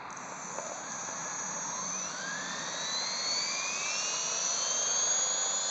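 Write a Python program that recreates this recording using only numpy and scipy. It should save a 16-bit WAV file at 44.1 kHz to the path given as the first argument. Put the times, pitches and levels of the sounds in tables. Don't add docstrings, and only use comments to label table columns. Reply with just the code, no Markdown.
import sys
import numpy as np
from scipy import signal
from scipy.fft import rfft, irfft, next_fast_len
from scipy.io import wavfile
from scipy.ndimage import uniform_filter1d, map_coordinates

SR = 44100
rng = np.random.default_rng(int(sys.argv[2]) if len(sys.argv) > 2 else 0)


def dump(signal):
    limited = np.clip(np.atleast_2d(signal).T, -1, 1)
    pcm = np.round(limited * 32767).astype(np.int16)
    wavfile.write(sys.argv[1], SR, pcm)


N = 251370
TIME = np.arange(N) / SR

# frequency in Hz, relative level in dB.
TRAFFIC_SPECTRUM = [(20, -55.5), (40, -39.5), (70, -16.5), (110, -8.5), (160, 1.5), (280, 0), (360, -10),
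                    (600, -16), (1500, -39)]
# frequency in Hz, relative level in dB.
TYRE_SPECTRUM = [(150, -31.5), (380, -10.5), (600, -7), (1000, 3), (1300, 0), (1900, -7.5), (2400, -7),
                 (3300, -19), (4200, -14), (6000, -37), (8000, -43)]
# frequency in Hz, relative level in dB.
WASH_SPECTRUM = [(100, -30), (350, -23.5), (460, 0), (570, 6), (700, 4), (820, -18.5), (1050, 5.5),
                 (1350, -16), (1650, 1.5), (2000, -21), (4000, -35.5)]
# frequency in Hz, relative level in dB.
RASP_SPECTRUM = [(300, -24), (1000, -8.5), (1600, -12.5), (2000, -5), (2500, -9.5), (3000, 4.5),
                 (3500, 5.5), (4100, 3), (4550, 8), (4900, -5.5), (5600, -8.5), (8000, -36.5)]
# frequency in Hz, relative level in dB.
SIZZLE_SPECTRUM = [(4000, -26), (5300, -9), (5650, -8.5), (5900, 6.5), (6100, 7), (6500, 3), (6900, -1.5),
                   (7200, -6.5), (7600, -14), (7900, -44)]
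# time in seconds, level in dB.
SIZZLE_LEVEL = [(0.08, -68.5), (0.2, -49.5), (0.65, -43), (0.88, -51), (0.94, -43), (2.0, -44), (3.3, -40),
                (4.1, -37), (4.7, -38), (5.2, -48)]
# start in seconds, relative level in dB.
KICKS = [(0.105, -36.5), (0.1278, -33.5), (0.1672, -33.5), (0.172, -33), (0.18, -48.5), (0.193, -42),
         (0.9197, -26)]
# start in seconds, relative peak level in dB.
KNOCKS = [(0.321, -32), (0.556, -34), (0.585, -23), (0.597, -32), (0.667, -30), (0.695, -33), (0.719, -27),
          (1.035, -34), (1.087, -32)]
# frequency in Hz, mean relative level in dB, 60 dB decay time in seconds.
CHASSIS_MODES = [(592, 2, 0.036), (720, 0, 0.012), (900, 2, 0.029), (1500, -7, .012), (2280, -11.5, 0.0085)]
# frequency in Hz, gain in dB.
FRAME_RADIATION = [(250, -18.5), (440, 1), (560, -1.5), (790, 3), (1080, 5), (1650, -3.5), (2000, -7),
                   (2500, -3.5), (3700, -4.5), (4200, 3), (4500, 6.5), (4850, -6), (5300, -8.5),
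                   (6100, 4.5), (6850, 3), (7800, -21)]
# frequency in Hz, gain in dB.
CAN_RADIATION = [(4500, -38.5), (5300, -19), (5800, 1.5), (6600, 1), (7300, -1), (7700, -13.5)]
# multiple of the motor turn, relative level in dB.
SIDEBANDS = [(9, -17.5), (12, -29), (15, -20), (17, -13), (18, 5), (19, -11.5), (21, -8), (24, -11),
             (25, -22), (26, -18.5), (27, 0), (30, -7.5)]
# time in seconds, speed in motor turns a second.
MOTOR_SPEED = [(0.0, 3.0), (0.09, 4.7), (0.47, 32.1), (0.61, 48.7), (0.72, 50.8), (0.9, 65.7), (0.99, 60.2),
               (1.14, 66.0), (1.33, 64.2), (1.6, 67.5), (1.81, 80.1), (2.26, 123.8), (2.46, 135.2),
               (2.78, 147.7), (3.3, 169.9), (3.71, 190.2), (3.97, 210.6), (4.12, 218.9), (4.39, 224.4),
               (4.7, 242.4), (5.12, 255.2), (5.7, 266.0)]
# multiple of the motor turn, relative level in dB.
SHAFT_ORDERS = [(2, -57.5), (3, -57), (4, -64.5), (5, -73), (6, -64), (7, -71.5), (8, -69), (9, -62),
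                (10, -55), (11, -51), (12, -48), (14, -46), (15, -55.5), (16, -49), (17, -77.5), (18, -48),
                (19, -50.5), (20, -52.5), (21, -54.5), (22, -61), (23, -51), (24, -58), (25, -47.5),
                (27, -50), (28, -47.5), (29, -49), (30, -54.5), (31, -56.5), (32, -52.5), (33, -54),
                (34, -59), (35, -58), (36, -49), (37, -61), (38, -48.5), (39, -51), (40, -47), (42, -59.5)]
# multiple of the motor turn, relative level in dB.
TAIL_ORDERS = [(5.777, -55.5), (6.13, -58.5), (11.2, -56), (11.555, -42.5), (12.645, -45), (13.355, -46.5),
               (14.8, -53.5), (16.13, -59.5), (17.33, -61)]
# centre in Hz, width at half amplitude in Hz, peak gain in dB.
GEARBOX_RESONANCES = [(640, 220, -47), (1040, 230, -42.5), (1650, 250, -39.5), (2453, 280, -38.5),
                      (2760, 440, -38), (3105, 260, -35), (3577, 100, -34.5), (4045, 306, -23.5),
                      (4470, 370, -21.5), (5410, 330, -25), (5980, 480, -23.5), (6600, 660, -19.5)]
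# multiple, relative level in dB, phase smear in cycles.
TOOTH_HARMONICS = [(1, 0.5, 0.037), (2, -11, 0.036), (3, -26.5, 0.27), (4, -28, 0.34)]
# centre in Hz, width in Hz.
CAMERA_NOTCHES = [(3000, 990), (5230, 480)]

PINION_TEETH, MAIN_GEAR_TEETH, TAIL_RATIO = 13, 130, 0.355
SWITCH_HZ, CAMERA_RATE_HZ, TOP_HZ = 7813, 16000, 7900
FULL_SPEED, RATTLE_UNTIL, SHAKE_FROM = 250, 126, 132
RASP_DB, RASP_DB_PER_OCTAVE, EASE_S, EASE_DB_PER_S = -38.5, 7, 3.6, 2
SONG_DB, SONG_PEAK_S, SONG_SWELL_DB_PER_S, SONG_DROP_DB, SONG_RELEASE_S = -43, 2.067, 8, 21, 0.058
WASH_DB, BITE_S, BITE_ATTACK_S, BITE_DB, BITE_SETTLE_S = -46, 4.53, 0.13, 4, 1.1
RUMBLE_DB, DRONE_DB, NEAREST_S, RUMBLE_PASS_S, DRONE_PASS_S = -51.5, -55, 2, 2.02, 0.87


def amp(db):
    return np.exp(np.asarray(db) * (np.log(10) / 20))


def unit(x):
    return x / np.sqrt(np.mean(x ** 2) + 1e-20)


def along(points, hz):
    f, db = np.transpose(points)
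    return amp(np.interp(np.log(hz + 1), np.log(f), db))


def curve(rows):
    seconds, values = np.transpose(rows)
    return np.interp(TIME, seconds, values)


def since(start_s):
    return np.maximum(TIME - start_s, 0)


def wobble(rate):
    knots = rng.standard_normal(int(N * rate / SR) + 4)
    coarse = TIME[::32]
    return np.interp(TIME, coarse, map_coordinates(knots, [coarse * rate]))


def filtered(x, response):
    size = next_fast_len(N + SR // 2)
    hz = np.fft.rfftfreq(size, 1 / SR)
    return irfft(rfft(x, size) * response(hz), size)[:N]


def noise(spectrum):
    return unit(filtered(rng.standard_normal(N), lambda hz: along(spectrum, hz)))


def tone(cycles):
    fraction = (cycles - np.floor(cycles)).astype(np.float32)
    return np.sin(2 * np.pi * (fraction + rng.random())) * np.sqrt(2)


def runout(turns, count):
    return unit(sum(tone(k * turns) for k in range(1, count + 1)))


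def outdoors(tyres_db=-44.5, drone_hz=185):
    def nearness(pass_s):
        return 1 / np.hypot(1, (TIME - NEAREST_S) / pass_s)

    tyres = amp(tyres_db + 1.2 * wobble(2.4)) * noise(TYRE_SPECTRUM)
    rumble = amp(RUMBLE_DB + 0.63 * wobble(3.6)) * nearness(RUMBLE_PASS_S) * noise(TRAFFIC_SPECTRUM)
    drone_level = amp(DRONE_DB + 1.5 * wobble(10)) * nearness(DRONE_PASS_S) ** 2.4
    drone = drone_level * tone(drone_hz * TIME + 0.11 * wobble(14))
    return tyres + rumble + drone


def start_up(kick_db=-4, kick_t60=0.014, crack_db=-3, crack_t60=0.033):
    out = np.zeros(N)
    t = np.arange(SR // 8) / SR
    tick = noise(SIZZLE_SPECTRUM)
    crack = noise(FRAME_RADIATION[:8] + [(4000, -32.5)])

    def piece(x):
        return np.roll(x, rng.integers(N))[:len(t)]

    for start_s, db in KICKS:
        out[round(start_s * SR):][:len(t)] += amp(db + kick_db - 60 * t / kick_t60) * piece(tick)
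    for start_s, db in KNOCKS:
        knock = amp(crack_db - 60 * t / crack_t60) * piece(crack)
        for hz, mode_db, t60 in CHASSIS_MODES:
            decay = amp(mode_db + rng.normal(0, 2.2) - 60 * t / t60)
            knock += decay * np.sin(2 * np.pi * hz * t)
        out[round(start_s * SR):][:len(t)] += amp(db + 1) * knock / np.abs(knock).max()
    return signal.sosfilt(signal.butter(3, 350, "highpass", fs=SR, output="sos"), out)


def blades(speed, turns, swish=0.33, chop=0.11, buzz=0.17, gust_db=-0.1, half_speed=40):
    attack = np.minimum(since(BITE_S) / BITE_ATTACK_S, 1)
    bite = attack * np.exp(-since(BITE_S + BITE_ATTACK_S) / BITE_SETTLE_S)
    level = amp(WASH_DB + BITE_DB * bite + gust_db * wobble(28))
    rotor = turns * PINION_TEETH / MAIN_GEAR_TEETH
    passing = unit(1 + swish * runout(rotor, count=3) + chop * tone(2 * rotor) + buzz * tone(turns))
    return level * speed / (speed + half_speed) * passing * noise(WASH_SPECTRUM)


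def friction(speed, turns, motor_pulsing=0.046, rotor_pulsing=0.082):
    octaves = np.log2(speed / FULL_SPEED)
    rasp_db = RASP_DB + RASP_DB_PER_OCTAVE * octaves - EASE_DB_PER_S * since(EASE_S)
    rasp = amp(rasp_db) * noise(RASP_SPECTRUM)
    sizzle = amp(curve(SIZZLE_LEVEL)) * noise(SIZZLE_SPECTRUM)
    rotor = turns * PINION_TEETH / MAIN_GEAR_TEETH
    pulse = unit(1 + motor_pulsing * runout(turns, count=2) + rotor_pulsing * runout(rotor, count=3))
    return pulse * (rasp + sizzle)


def controller(speed, turns, flutter_db=1.0):
    swell_db = SONG_SWELL_DB_PER_S * np.minimum(TIME - SONG_PEAK_S, 0)
    release_db = SONG_DROP_DB * (1 - np.exp(-since(SONG_PEAK_S) / SONG_RELEASE_S))
    song = np.zeros(N)
    for multiple, db in SIDEBANDS:
        radiation = along(CAN_RADIATION, np.abs(SWITCH_HZ - multiple * speed))
        song += amp(db + flutter_db * wobble(9.9)) * radiation * tone(SWITCH_HZ * TIME - multiple * turns)
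    turning = speed ** 2 / (speed ** 2 + 20 ** 2)
    carrier = amp(-75 + 3 * wobble(9)) * tone(SWITCH_HZ * TIME)
    powered = TIME > KICKS[0][0]
    return powered * (amp(SONG_DB + swell_db - release_db) * turning * song + carrier)


def gearbox(hz):
    power = 0
    for centre, width, db in GEARBOX_RESONANCES:
        power = power + (amp(db) / (1 + (2 * (hz - centre) / width) ** 2)) ** 2
    return np.sqrt(power)


def gears(speed, turns, uneven=0.18, tail_sway=0.042, rattle=0.21, waver_db=1.0, flutter_db=3.0, folded_db=-55):
    rotor = turns * PINION_TEETH / MAIN_GEAR_TEETH

    def sway():
        return 1 + uneven * runout(rotor, count=5) + tail_sway * tone(TAIL_RATIO * turns)

    slack = rattle * wobble(130) / (1 + (speed / RATTLE_UNTIL) ** 4)
    tremor = wobble(260)
    out = np.zeros(N)
    for multiple, db, smear in TOOTH_HARMONICS:
        level = amp(db + waver_db * wobble(45)) * gearbox(multiple * PINION_TEETH * speed)
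        out += level * sway() * tone(multiple * PINION_TEETH * turns + slack + smear * wobble(260))
    shake = sway() * speed / FULL_SPEED / (1 + (SHAKE_FROM / speed) ** 6)
    for multiple, db in list(SHAFT_ORDERS) + TAIL_ORDERS:
        level = amp(db + flutter_db * wobble(9)) * along(FRAME_RADIATION, multiple * speed)
        smear = (0.04 + 0.23 * (multiple / 39) ** 5) * np.roll(tremor, rng.integers(N))
        out += level * shake * tone(multiple * turns + slack + smear)
    third_hz = 3 * PINION_TEETH * speed
    folded = tone(CAMERA_RATE_HZ * TIME - 3 * PINION_TEETH * turns + 0.1 * tremor)
    return out + amp(folded_db) * np.exp(-((third_hz - 8650) / 350) ** 2) * folded


def scene():
    speed = uniform_filter1d(np.maximum(curve(MOTOR_SPEED), 1), size=2646)
    turns = np.cumsum(speed) / SR
    helicopter = start_up() + blades(speed, turns) + friction(speed, turns)
    helicopter += controller(speed, turns) + gears(speed, turns)
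    return np.tile(outdoors() + helicopter, (2, 1))


def record(dry, low_cut_hz=45):
    def response(hz):
        gain = hz * hz / (hz * hz + low_cut_hz ** 2) * (hz < TOP_HZ)
        for centre, width in CAMERA_NOTCHES:
            detuning = centre * centre - hz * hz
            gain = gain * detuning / (detuning + 1j * hz * width)
        return gain

    return np.array([filtered(channel, response) for channel in dry])


dry = scene()
out = record(dry)
dump(out)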